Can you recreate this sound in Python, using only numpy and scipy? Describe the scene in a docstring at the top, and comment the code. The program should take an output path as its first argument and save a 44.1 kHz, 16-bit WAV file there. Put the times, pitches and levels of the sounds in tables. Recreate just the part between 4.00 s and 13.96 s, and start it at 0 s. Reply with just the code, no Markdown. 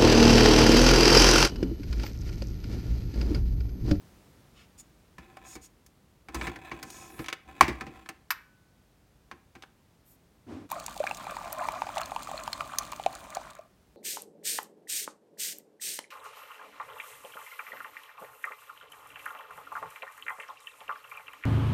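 """A single-cup coffee machine, heard close up in a small kitchen: a plastic pod is seated, the lid is drawn
down, latches with a bang and its handle snaps home. Buttons click, the water line gulps, and coffee streams
into a ceramic mug over the low drone of the pump. Contacts are dying noise that rings the plastic case, and
creaks are slips that ring its walls; drops and bubbles are damped sines and clicks that ring, coloured by the
mug; pump, opening hiss and quiet hush are coloured noise."""
import sys
import numpy as np
from scipy import signal
from scipy.fft import rfft, irfft, next_fast_len
from scipy.io import wavfile

SR = 44100
rng = np.random.default_rng(int(sys.argv[2]) if len(sys.argv) > 2 else 0)


def generate_wav(signal):
    """Clip the signal to [-1, 1] and save it as 16-bit WAV at the path in sys.argv[1]."""
    frames = np.transpose(np.atleast_2d(signal))
    scaled = np.clip(frames, -1, 1) * 32767
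    pcm = np.round(scaled).astype(np.int16)
    wavfile.write(sys.argv[1], SR, pcm)


N = 439236
TIME = np.arange(N) / SR   # s
BURST = 6 * SR // 10   # samples in a contact sound or room tail

# pod, lid and fingers striking the case: t/s, clack level/dB, thud level/dB, crack level/dB
CASE_KNOCKS = [(1.182, -42.5, -41.5, -55), (1.369, -38.5, -59, -52), (1.553, -45, -38.5, -45.5),
               (2.285, -40.5, -40.5, -54), (2.345, -31, -27, -34.5), (2.412, -28, -35, -54),
               (2.469, -29.5, -28, -43.5), (2.559, -39.5, -44, -52), (2.7155, -31, -34.5, -56),
               (2.828, -37, -41.5, -36.5), (3.191, -37.5, -29, -49), (3.809, -30.5, -36.5, -47),
               (3.866, -41.5, -36, -59), (4.089, -34, -43, -38), (5.313, -36.5, -45.5, -55),
               (5.552, -46.5, -45.5, -60)]
# the latch catching: t/s, level of the lid panel's ring/dB
LATCH_CATCH = (3.609, -6)
# the lid shuddering after the latch: delay/s, clack level/dB, thud level/dB, crack level/dB
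LID_SHUDDERS = [(.014, -26.5, -24.5, -39), (.071, -32, -22, -41.5)]
# ring of the slammed lid panel: f/Hz, level against the latch/dB, t60/s
PANEL_MODES = [(778, -0.5, .026), (1087, 3.5, 0.028)]
# resonances of the plastic case: f/Hz, width/Hz, level above the broad response/dB
CASE_RESONANCES = [(63.5, 11, 11), (343, 80, 8), (775, 40, 12), (1044, 130, 7.5), (1293, 39, 7),
                   (1746, 55, 6), (2278, 75, 5.5), (6330, 180, 4.5)]
# broad response of the whole machine to a contact: f/Hz, level/dB (per Hz)
THUD_SPECTRUM = [(25, -26.5), (55, -0.5), (300, 0), (480, -7.5), (900, -36.5)]
# broad response of the shell to a contact: f/Hz, level/dB (per Hz)
CLACK_SPECTRUM = [(250, -23), (600, -5.5), (1000, -4), (2400, -4.5), (3300, -15), (5000, -17.5)]
# broad response of the edge to a contact: f/Hz, level/dB (per Hz)
CRACK_SPECTRUM = [(1800, -31.5), (4000, 3.5), (9000, -1), (10500, -7), (15000, -6.5)]
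# resonances of the air in the mug: f/Hz, width/Hz, level above the broad response/dB
MUG_RESONANCES = [(1050, 49, 9.2), (1178, 68, 11), (2410, 160, 6.9)]
# fine spray above the mug: f/Hz, level/dB (per Hz)
FIZZ_SPECTRUM = [(2500, -2.5), (4200, 3.5), (5400, -3), (6700, 2.5), (9300, -1.5), (10800, -9.5),
                 (15000, -7)]

PLOP_T60_S = 0.0075   # shortest ring of a big bubble
BUBBLING_FOLLOWS = 0.52   # power of the flow: bubbling follows only a part of its swing


def knocks(equal_t60=.085, doubling_db=19, mode_scatter_db=2.5):
    """Pod, lid and fingers knock on the case; the heavier the thud against the clack, the longer the ring."""
    out = np.zeros(N)
    for s, clack_db, thud_db, crack_db in CASE_KNOCKS:
        # equal_t60 holds when thud and clack are equal; an excess of doubling_db doubles it
        t60 = equal_t60 * 2 ** ((thud_db - clack_db) / doubling_db)
        # each contact point favours other modes of the case
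        modes = [(hz, width, db + mode_scatter_db * rng.standard_normal())
                 for hz, width, db in CASE_RESONANCES]
        add(out, s, contact(clack_db, thud_db, crack_db, t60, modes))
    return out


def latch(blow_t60=0.04, shudder_t60=0.15, ring_hz=1500, ring_db=-59, ring_t60=1.35):
    """The catch bangs and the lid clatters; then the springy handle snaps and rings on with one thin tone."""
    # the latch's blow on the case: clack level/dB, thud level/dB, crack level/dB
    blow_levels = (-5.5, -23.5, -16)
    # the handle snapping home: t/s, level/dB
    handle_snap = (4.3045, -18)
    # spectrum of the snap: f/Hz, level/dB (per Hz)
    handle_spectrum = [(850, -14), (1120, 3.5), (1550, -2), (2550, -5.5), (3200, -16), (5200, -9),
                       (6600, -18.5), (11800, -20.5), (13000, -6.5), (16000, -27)]

    out = np.zeros(N)
    latch_s = LATCH_CATCH[0]
    # above these modes the lid panel takes over
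    low_modes = [mode for mode in CASE_RESONANCES if mode[0] < PANEL_MODES[0][0] / 2]
    add(out, latch_s, contact(*blow_levels, blow_t60, low_modes))
    for delay, *levels in LID_SHUDDERS:
        add(out, latch_s + delay, contact(*levels, shudder_t60, low_modes))

    snap_s, snap_db = handle_snap
    add(out, snap_s, from_db(snap_db) * burst(handle_spectrum, (), rise=0.00099, t60=0.058))
    add(out, snap_s, from_db(ring_db) * ping(ring_hz, ring_t60, rise=1 / ring_hz))
    return out


def lid_panel():
    """The slammed panel gives one short, hard ring of damped sines right under the microphone."""
    out = np.zeros(N)
    latch_s, latch_db = LATCH_CATCH
    for hz, db, t60 in PANEL_MODES:
        add(out, latch_s, from_db(latch_db + db) * ping(hz, t60, rise=0.00084))
    return out


def clicks(t60=0.04):
    """Small stiff parts of hinge and buttons click dryly around one pitch, which the case colours."""
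    # hinge and buttons: t/s, level/dB, f/Hz
    click_table = [(1.863, -50.5, 6900), (2.902, -39.5, 6500), (3.243, -38, 2200), (3.2606, -37, 2960),
                   (3.2837, -26.5, 2200), (3.2993, -37, 2303), (3.327, -24.5, 2300), (4.06, -42, 1590),
                   (5.623, -42, 2800), (5.635, -40.5, 1400)]
    out = np.zeros(N)
    for s, db, hz in click_table:
        spectrum = [(hz / 8, -9), (hz / 2, -6), (hz, 0), (hz * 2, -9), (hz * 7, -30)]
        add(out, s, from_db(db) * burst(spectrum, CASE_RESONANCES, rise=0.00026, t60=t60))
    return out


def handling(rumble_db=-2.5, edge_db=-12, slips_per_s=500, slip_spread_db=4.5,
             fits_db=4.5, shell_t60=.035, squeak_db=7):
    """Plastic parts stick and slip at uneven moments, creaking through the case; sliding rasps and squeaks."""
    # hand and hinge sliding on plastic: start t/s, end t/s, level/dB, centre f/Hz
    rub_table = [(0.542, 0.672, -58, 3080), (0.775, 0.824, -48, 6900), (1.439, 1.578, -50.5, 6600),
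                 (1.61, 1.683, -52.5, 6600), (2.348, 2.498, -55, 7700), (2.813, 3.137, -52, 6330),
                 (3.065, 3.285, -56, 11100), (6.043, 6.172, -61.5, 12400)]
    slips = (rng.random(N) < slips_per_s / SR) * from_db(slip_spread_db * rng.standard_normal(N))
    slipping = shell(slips, shell_t60, fits_db)
    creak = colour(slipping, CLACK_SPECTRUM, CASE_RESONANCES)
    edge = from_db(edge_db) * colour(slipping, CRACK_SPECTRUM, CASE_RESONANCES)
    rumble = from_db(rumble_db) * colour(rng.standard_normal(N), THUD_SPECTRUM, CASE_RESONANCES)
    out = rattle_strength() * (creak + edge + rumble)

    grit = shell(rng.standard_normal(N), shell_t60, fits_db / 2, count=2)
    for start, end, db, hz in rub_table:
        stroke = np.sqrt(np.hanning(np.clip(round((end - start) * SR), 2, SR)))
        rasp = [(hz / 4, -13), (hz, 0), (hz * 2, -10)]
        friction = colour(grit[round(start * SR):][:SR], rasp, [(hz, hz / 10, squeak_db)])
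        add(out, start, from_db(db) * stroke * friction[:len(stroke)])
    return out


def rattle_strength(grip_s=0.022, let_go_t60=0.24, shake_db=-21.5, shake_t60=0.45):
    """Loose parts stir while the hand works the machine, and for a moment after each thud."""
    # the hand works the pod in, draws the lid down, presses it shut: start t/s, end t/s, level/dB
    hand_table = [(1.21, 1.55, -60.5), (2.314, 3.22, -52.5), (2.354, 2.453, -40.5), (3.452, 4.018, -54)]
    power = sum((from_db(db) * envelope(start, end, grip_s, let_go_t60)) ** 2
                for start, end, db in hand_table)
    thuds = [(s, thud_db) for s, _, thud_db, _ in CASE_KNOCKS]
    thuds += [(LATCH_CATCH[0] + delay, thud_db) for delay, _, thud_db, _ in LID_SHUDDERS]
    shake = envelope(0, 0, .01, shake_t60)[:SR]
    for s, db in thuds:
        add(power, s, (from_db(db + shake_db) * shake) ** 2)
    return np.sqrt(power)


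def contact(clack_db, thud_db, crack_db, t60, modes):
    """A contact cracks at the edge, clacks in the shell and, a little slower, thuds in the whole machine."""
    clack = from_db(clack_db) * burst(CLACK_SPECTRUM, modes, rise=0.00025, t60=t60)
    thud = from_db(thud_db) * burst(THUD_SPECTRUM, modes, rise=.005, t60=.13)
    crack = from_db(crack_db) * burst(CRACK_SPECTRUM, modes, rise=0.00028, t60=0.61 * t60)
    return clack + thud + crack


def stream(fullest_s=7.42, bubbling_db=-44.5, build_db_per_s=9, sag_db_per_s=1, fizz_db=-55.5,
           gurgle_attack_s=0.0057, gurgle_t60=0.054, unsteady_db=3.0):
    """The jet folds in countless small bubbles that sound the mug, throws up fine fizz, and at times gurgles."""
    # clusters of bubbles dragged in by the jet: t/s, length/s, level/dB
    gurgle_table = [(6.711, 0.079, -39.5), (7.429, 0.16, -44.5), (7.578, 0.076, -33), (7.728, 0.044, -38.5),
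                    (7.958, 0.071, -36.5), (8.326, .025, -36.5), (8.599, 0.03, -39.5)]
    # air in the mug: f/Hz, level/dB (per Hz)
    mug_spectrum = [(450, -15.5), (620, 1.5), (820, -8), (1200, -5), (1550, -9), (4000, -22)]

    small = grains(per_s=3500, spread_db=3.5, low_hz=520, high_hz=4040, sharpness=8.5)
    small = small * from_db(unsteady_db * drift(30))
    spray = grains(per_s=9000, spread_db=4.0, low_hz=2200, high_hz=14800, sharpness=12.0)
    spray = spray + .5 * rng.standard_normal(N)
    cluster = chirps(per_s=1100, low_hz=590, high_hz=2710, cycles=15.6, glide=0.24)

    # bubbling builds up to its fullest, then sags as the mug fills
    build_db = build_db_per_s * np.maximum(fullest_s - TIME, 0)
    level_db = bubbling_db - build_db - sag_db_per_s * since(fullest_s)
    jet = flow()
    bubbling = from_db(level_db) * jet ** BUBBLING_FOLLOWS * colour(small, mug_spectrum, MUG_RESONANCES)
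    surges = sum(from_db(db) * envelope(s, s + length, gurgle_attack_s, gurgle_t60)
                 for s, length, db in gurgle_table)
    gurgling = surges * colour(cluster, mug_spectrum, MUG_RESONANCES)
    fizz = from_db(fizz_db) * jet * colour(spray, FIZZ_SPECTRUM, MUG_RESONANCES)
    return bubbling + gurgling + fizz


def drops(glide=0.13, pinch_db=-4.0, spatter_t60=0.013, long_ring_hz=682, long_ring_power=6.7,
          bay_db=-19.0, bay_delay_s=.0077):
    """Big bubbles pinch off with a tick and ring upward, droplets burst; the bay around the mug echoes them."""
    # big bubbles in the mug: t/s, peak level/dB, f/Hz
    plop_table = [(6.716, -23, 860), (6.881, -29, 905), (7.002, -19, 573), (7.039, -21.5, 740),
                  (7.067, -25, 1620), (7.072, -23.5, 2240), (7.111, -23, 797), (7.111, -26.5, 2550),
                  (7.268, -26.5, 780), (7.367, -25, 870), (7.686, -17, 914), (7.819, -18, 856),
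                  (7.868, -28, 746), (7.890, -26, 830), (7.970, -22, 794), (8.015, -24, 1170),
                  (8.032, -34, 4100), (8.118, -25, 750), (8.162, -19.5, 886), (8.272, -28, 1170),
                  (8.314, -27, 780), (8.377, -31, 4080), (8.477, -22, 904), (8.607, -19, 1170),
                  (8.923, -26.5, 1060), (8.932, -27, 1000), (8.997, -26.5, 756), (9.062, -12, 703),
                  (9.369, -21.5, 710), (9.591, -35.5, 620)]
    # droplets bursting: t/s, peak level/dB, f/Hz
    spatter_table = [(6.716, -23, 13200), (6.863, -22, 6900), (7.147, -29.5, 6380), (7.527, -21, 13200),
                     (7.98, -23, 3750), (8.530, -19.5, 4230), (8.785, -11, 6500), (9.037, -30.5, 3600),
                     (9.349, -26.5, 6750)]
    pinch_spectrum = [(900, -2), (2400, 0), (4500, -8), (15000, -24)]

    out = np.zeros(N)
    for s, db, hz in plop_table:
        # bubbles ring briefly, except the deep ones near the air resonance of the mug
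        t60 = PLOP_T60_S * (1 + (long_ring_hz / hz) ** long_ring_power)
        add(out, s, from_db(db) * ping(hz, t60, rise=0.00098, glide=glide, hold=2))
        short = PLOP_T60_S / t60   # deep, long-ringing bubbles pinch off softly
        pinch = burst(pinch_spectrum, MUG_RESONANCES, rise=.0002, t60=.01)
        add(out, s, short * from_db(db + pinch_db) * pinch)
    for s, db, hz in spatter_table:
        spectrum = [(hz / 4, -12), (hz, 0), (hz * 3, -17)]
        tick = burst(spectrum, [(hz, hz / 10, 9)], rise=0.00029, t60=spatter_t60)
        add(out, s, from_db(db) * tick / np.abs(tick).max())
    return out + from_db(bay_db) * np.interp(TIME - bay_delay_s, TIME, out)


def patter(plip_db=-52, splash_db=-55.0, splashes_per_s=45, spread_db=5.0, splash_t60=0.013):
    """Stray drops plip low on the surface, and their splashes crackle as short bursts of noise."""
    plips = chirps(per_s=90, low_hz=608, high_hz=1500, cycles=8.7, glide=0.23)
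    sizes = from_db(spread_db * np.minimum(rng.exponential(1, N), 3))
    hits = (rng.random(N) < splashes_per_s / SR) * sizes
    decay = from_db(-60 / (splash_t60 * SR))   # gain per sample
    splashes = signal.lfilter([1], [1, -decay], hits + 1e-18) * rng.standard_normal(N)
    crackle = from_db(splash_db) * colour(splashes, FIZZ_SPECTRUM, MUG_RESONANCES)
    return flow() ** BUBBLING_FOLLOWS * (from_db(plip_db) * plips + crackle)


def flow(start_s=6.69, eases_s=8.88, stop_s=9.5, attack_s=.025, ease_db_per_s=9, drain_t60=.26):
    """Strength of the jet: 1 at full flow, then the pump eases off and stops, and the line drains."""
    return envelope(start_s, stop_s, attack_s, drain_t60) * from_db(-ease_db_per_s * since(eases_s))


def pump(drone_db=-55.0, gulp_start_s=6.463, gulp_end_s=6.66, gulp_db=-34, gulp_attack_s=0.058,
         gulp_fade_db_per_s=71.5):
    """Water gulps into the line just before the stream, then the pump drones through the case."""
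    # pump drone: f/Hz, level/dB (per Hz)
    drone_spectrum = [(25, -15), (48, 3), (72, -4.5), (285, -2.5), (420, -13.5)]
    # gulp of the water line: f/Hz, level/dB (per Hz)
    gulp_spectrum = [(60, -19), (95, 4.5), (130, -21), (290, 4), (430, -13.5), (1000, -21.5), (8000, -45)]
    swell = envelope(gulp_start_s, gulp_end_s, gulp_attack_s, t60=0.08)
    swell = swell * from_db(gulp_db - gulp_fade_db_per_s * since(gulp_start_s))
    gulp = swell * colour(rng.standard_normal(N), gulp_spectrum)
    drone = from_db(drone_db) * flow() * colour(rng.standard_normal(N), drone_spectrum)
    return gulp + drone


def kitchen(x, t60=0.41, treble_t60=0.3, wall_hz=3000):
    """Diffuse reflections of a small room, as decaying noise; the treble dies first."""
    t = TIME[:BURST]
    lowpass = signal.butter(2, wall_hz, fs=SR, output="sos")
    dull = signal.sosfilt(lowpass, rng.standard_normal(BURST)) * from_db(-60 * t / t60)
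    bright = .5 * rng.standard_normal(BURST) * from_db(-60 * t / treble_t60)
    tail = (dull + bright) * (t > .005)   # the first reflections arrive after 5 ms
    return signal.fftconvolve(x, tail / np.sqrt(np.sum(tail ** 2)))[:N]


def background(hush_db=-63.5, hiss_over_hush_db=3.5, hiss_fade_s=0.78):
    """A louder hiss at the start fades away into a steady quiet hush, both as the same coloured noise."""
    # opening hiss and quiet hush alike: f/Hz, level/dB (per Hz)
    quiet_spectrum = [(25, -24), (49, -3), (175, -7.5), (545, -18.5), (2350, -28), (16000, -38)]
    hiss = from_db(hiss_over_hush_db) * np.exp(-TIME / hiss_fade_s)
    return from_db(hush_db) * (1 + hiss) * colour(rng.standard_normal(N), quiet_spectrum)


def grains(per_s, spread_db, low_hz, high_hz, sharpness, count=20):
    """Random clicks of uneven size, each ringing at one pitch; the favoured pitches keep changing; rms 1."""
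    at = np.flatnonzero(rng.random(N) < per_s / SR)
    sizes = from_db(spread_db * np.minimum(rng.exponential(1, N)[at], 4)) * rng.choice([-1, 1], N)[at]
    dealt = rng.integers(count, size=N)[at]   # which pitch each click gets
    out = np.zeros(N)
    for k, hz in enumerate(np.geomspace(low_hz, high_hz, count)):
        impulses = np.full(N, 1e-18)
        impulses[at] += sizes * (dealt == k) * from_db(3.5 * drift(20)[at])
        out += signal.lfilter(*signal.iirpeak(hz, max(sharpness, 2), fs=SR), impulses)
    return rms_one(out)


def chirps(per_s, low_hz, high_hz, cycles, glide, range_db=22):
    """Bubbles of all sizes and strengths ring for some cycles and climb as they near the surface; rms 1."""
    out = np.zeros(N)
    for when, size, strength, life in rng.random((N // 20, 4))[:int(per_s * N / SR)]:
        hz = low_hz * (high_hz / low_hz) ** size
        t60 = cycles * (.5 + life) / hz
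        gain = from_db(range_db * strength ** 2)   # mostly weak
        add(out, when * TIME[-1], gain * ping(hz, t60, t60 / 10, glide * life))
    return rms_one(out)


def shell(x, t60, fits_db, count=5):
    """Thin walls ring with many close modes; contact shifts in fits between unlike points; rms 1."""
    out = np.zeros(N)
    for _ in range(count):
        walls = rng.standard_normal(BURST) * from_db(-60 * TIME[:BURST] / t60)
        out += signal.fftconvolve(x * from_db(fits_db * drift(20)), walls)[:N]
    return rms_one(out)


def burst(spectrum, modes, rise, t60):
    """A dying rattle of tiny contacts, as noise, rings a body; about rms 1 at its start."""
    t = TIME[:BURST]
    shape = (1 - np.exp(-t / rise)) * from_db(-60 * t / t60)
    return colour(rng.standard_normal(BURST) * shape, spectrum, modes) * np.sqrt(np.mean(shape ** 2))


def ping(hz, t60, rise, glide=0, hold=1):
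    """A damped sine that swells briefly and may climb as it dies; hold above 1 rounds its top; peak about 1."""
    t = TIME[:round(t60 * SR) + 2]
    shape = (1 - np.exp(-t / rise)) ** 2 * from_db(-60 * (t / t60) ** hold)
    pitch = hz * (1 + glide * t / t60)
    return shape / shape.max() * np.sin(2 * np.pi * np.cumsum(pitch) / SR)


def colour(x, spectrum, modes=()):
    """Causal filter with a broad spectrum and resonant peaks on top; rms 1."""
    size = 2 * next_fast_len(len(x) // 2 + 1, real=True)
    hz = np.fft.rfftfreq(size, 1 / SR) + 1
    points_hz, points_db = np.transpose(spectrum)
    octaves_outside = np.abs(np.log2(hz / np.clip(hz, points_hz.min(), points_hz.max())))
    level = np.interp(np.log(hz), np.log(points_hz), points_db)
    level = level - 20 * np.minimum(octaves_outside, 2)   # 20 dB per octave, for two octaves
    for centre, width, db in modes:
        level += db / (1 + (2 * (hz - centre) / width) ** 2)
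    cepstrum = irfft(np.log(from_db(level)))
    response = np.exp(rfft(2 * cepstrum[:size // 2], size))   # minimum phase: nothing sounds early
    return rms_one(irfft(rfft(x, size) * response)[:len(x)])


def envelope(start, end, attack, t60):
    """Rise, hold until the end, then die away."""
    return np.minimum(since(start) / attack, 1) * from_db(-60 * since(end) / t60)


def since(s):
    """Seconds since time s, zero before it."""
    return np.maximum(TIME - s, 0)


def drift(rate):
    """Slow random wander: straight lines between random points of spread 1, rate points per second."""
    knots = rng.standard_normal(4000)
    return np.interp(TIME * rate, np.arange(len(knots)), knots)


def from_db(db):
    """Decibels to gain."""
    return np.exp(np.asarray(db) * np.log(10) / 20)


def rms_one(x):
    """Scale to unit power."""
    return x / np.sqrt(np.mean(x ** 2) + 1e-20)


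def add(out, s, sound):
    """Mix a sound in at time s."""
    at = round(s * SR)
    out[at:at + len(sound)] += sound[:N - at]


def scene():
    """Machine and mug close to the microphone, in a quiet kitchen that answers faintly."""
    machine = knocks() + clicks() + latch() + handling()
    panel = lid_panel()
    coffee = stream() + patter() + drops()
    room = kitchen(from_db(-18.5) * machine + from_db(-31.0) * panel + from_db(-22.0) * coffee)
    return (machine + panel + coffee + pump() + room + background())[None]


def record(dry, cutoff_hz=16200):
    """The microphone signal: the loudest peaks are rounded and the top is cut."""
    rounded = np.tanh(dry)
    return signal.sosfilt(signal.ellip(10, .1, 90, cutoff_hz, fs=SR, output="sos"), rounded)


dry = scene()
out = record(dry)
generate_wav(out)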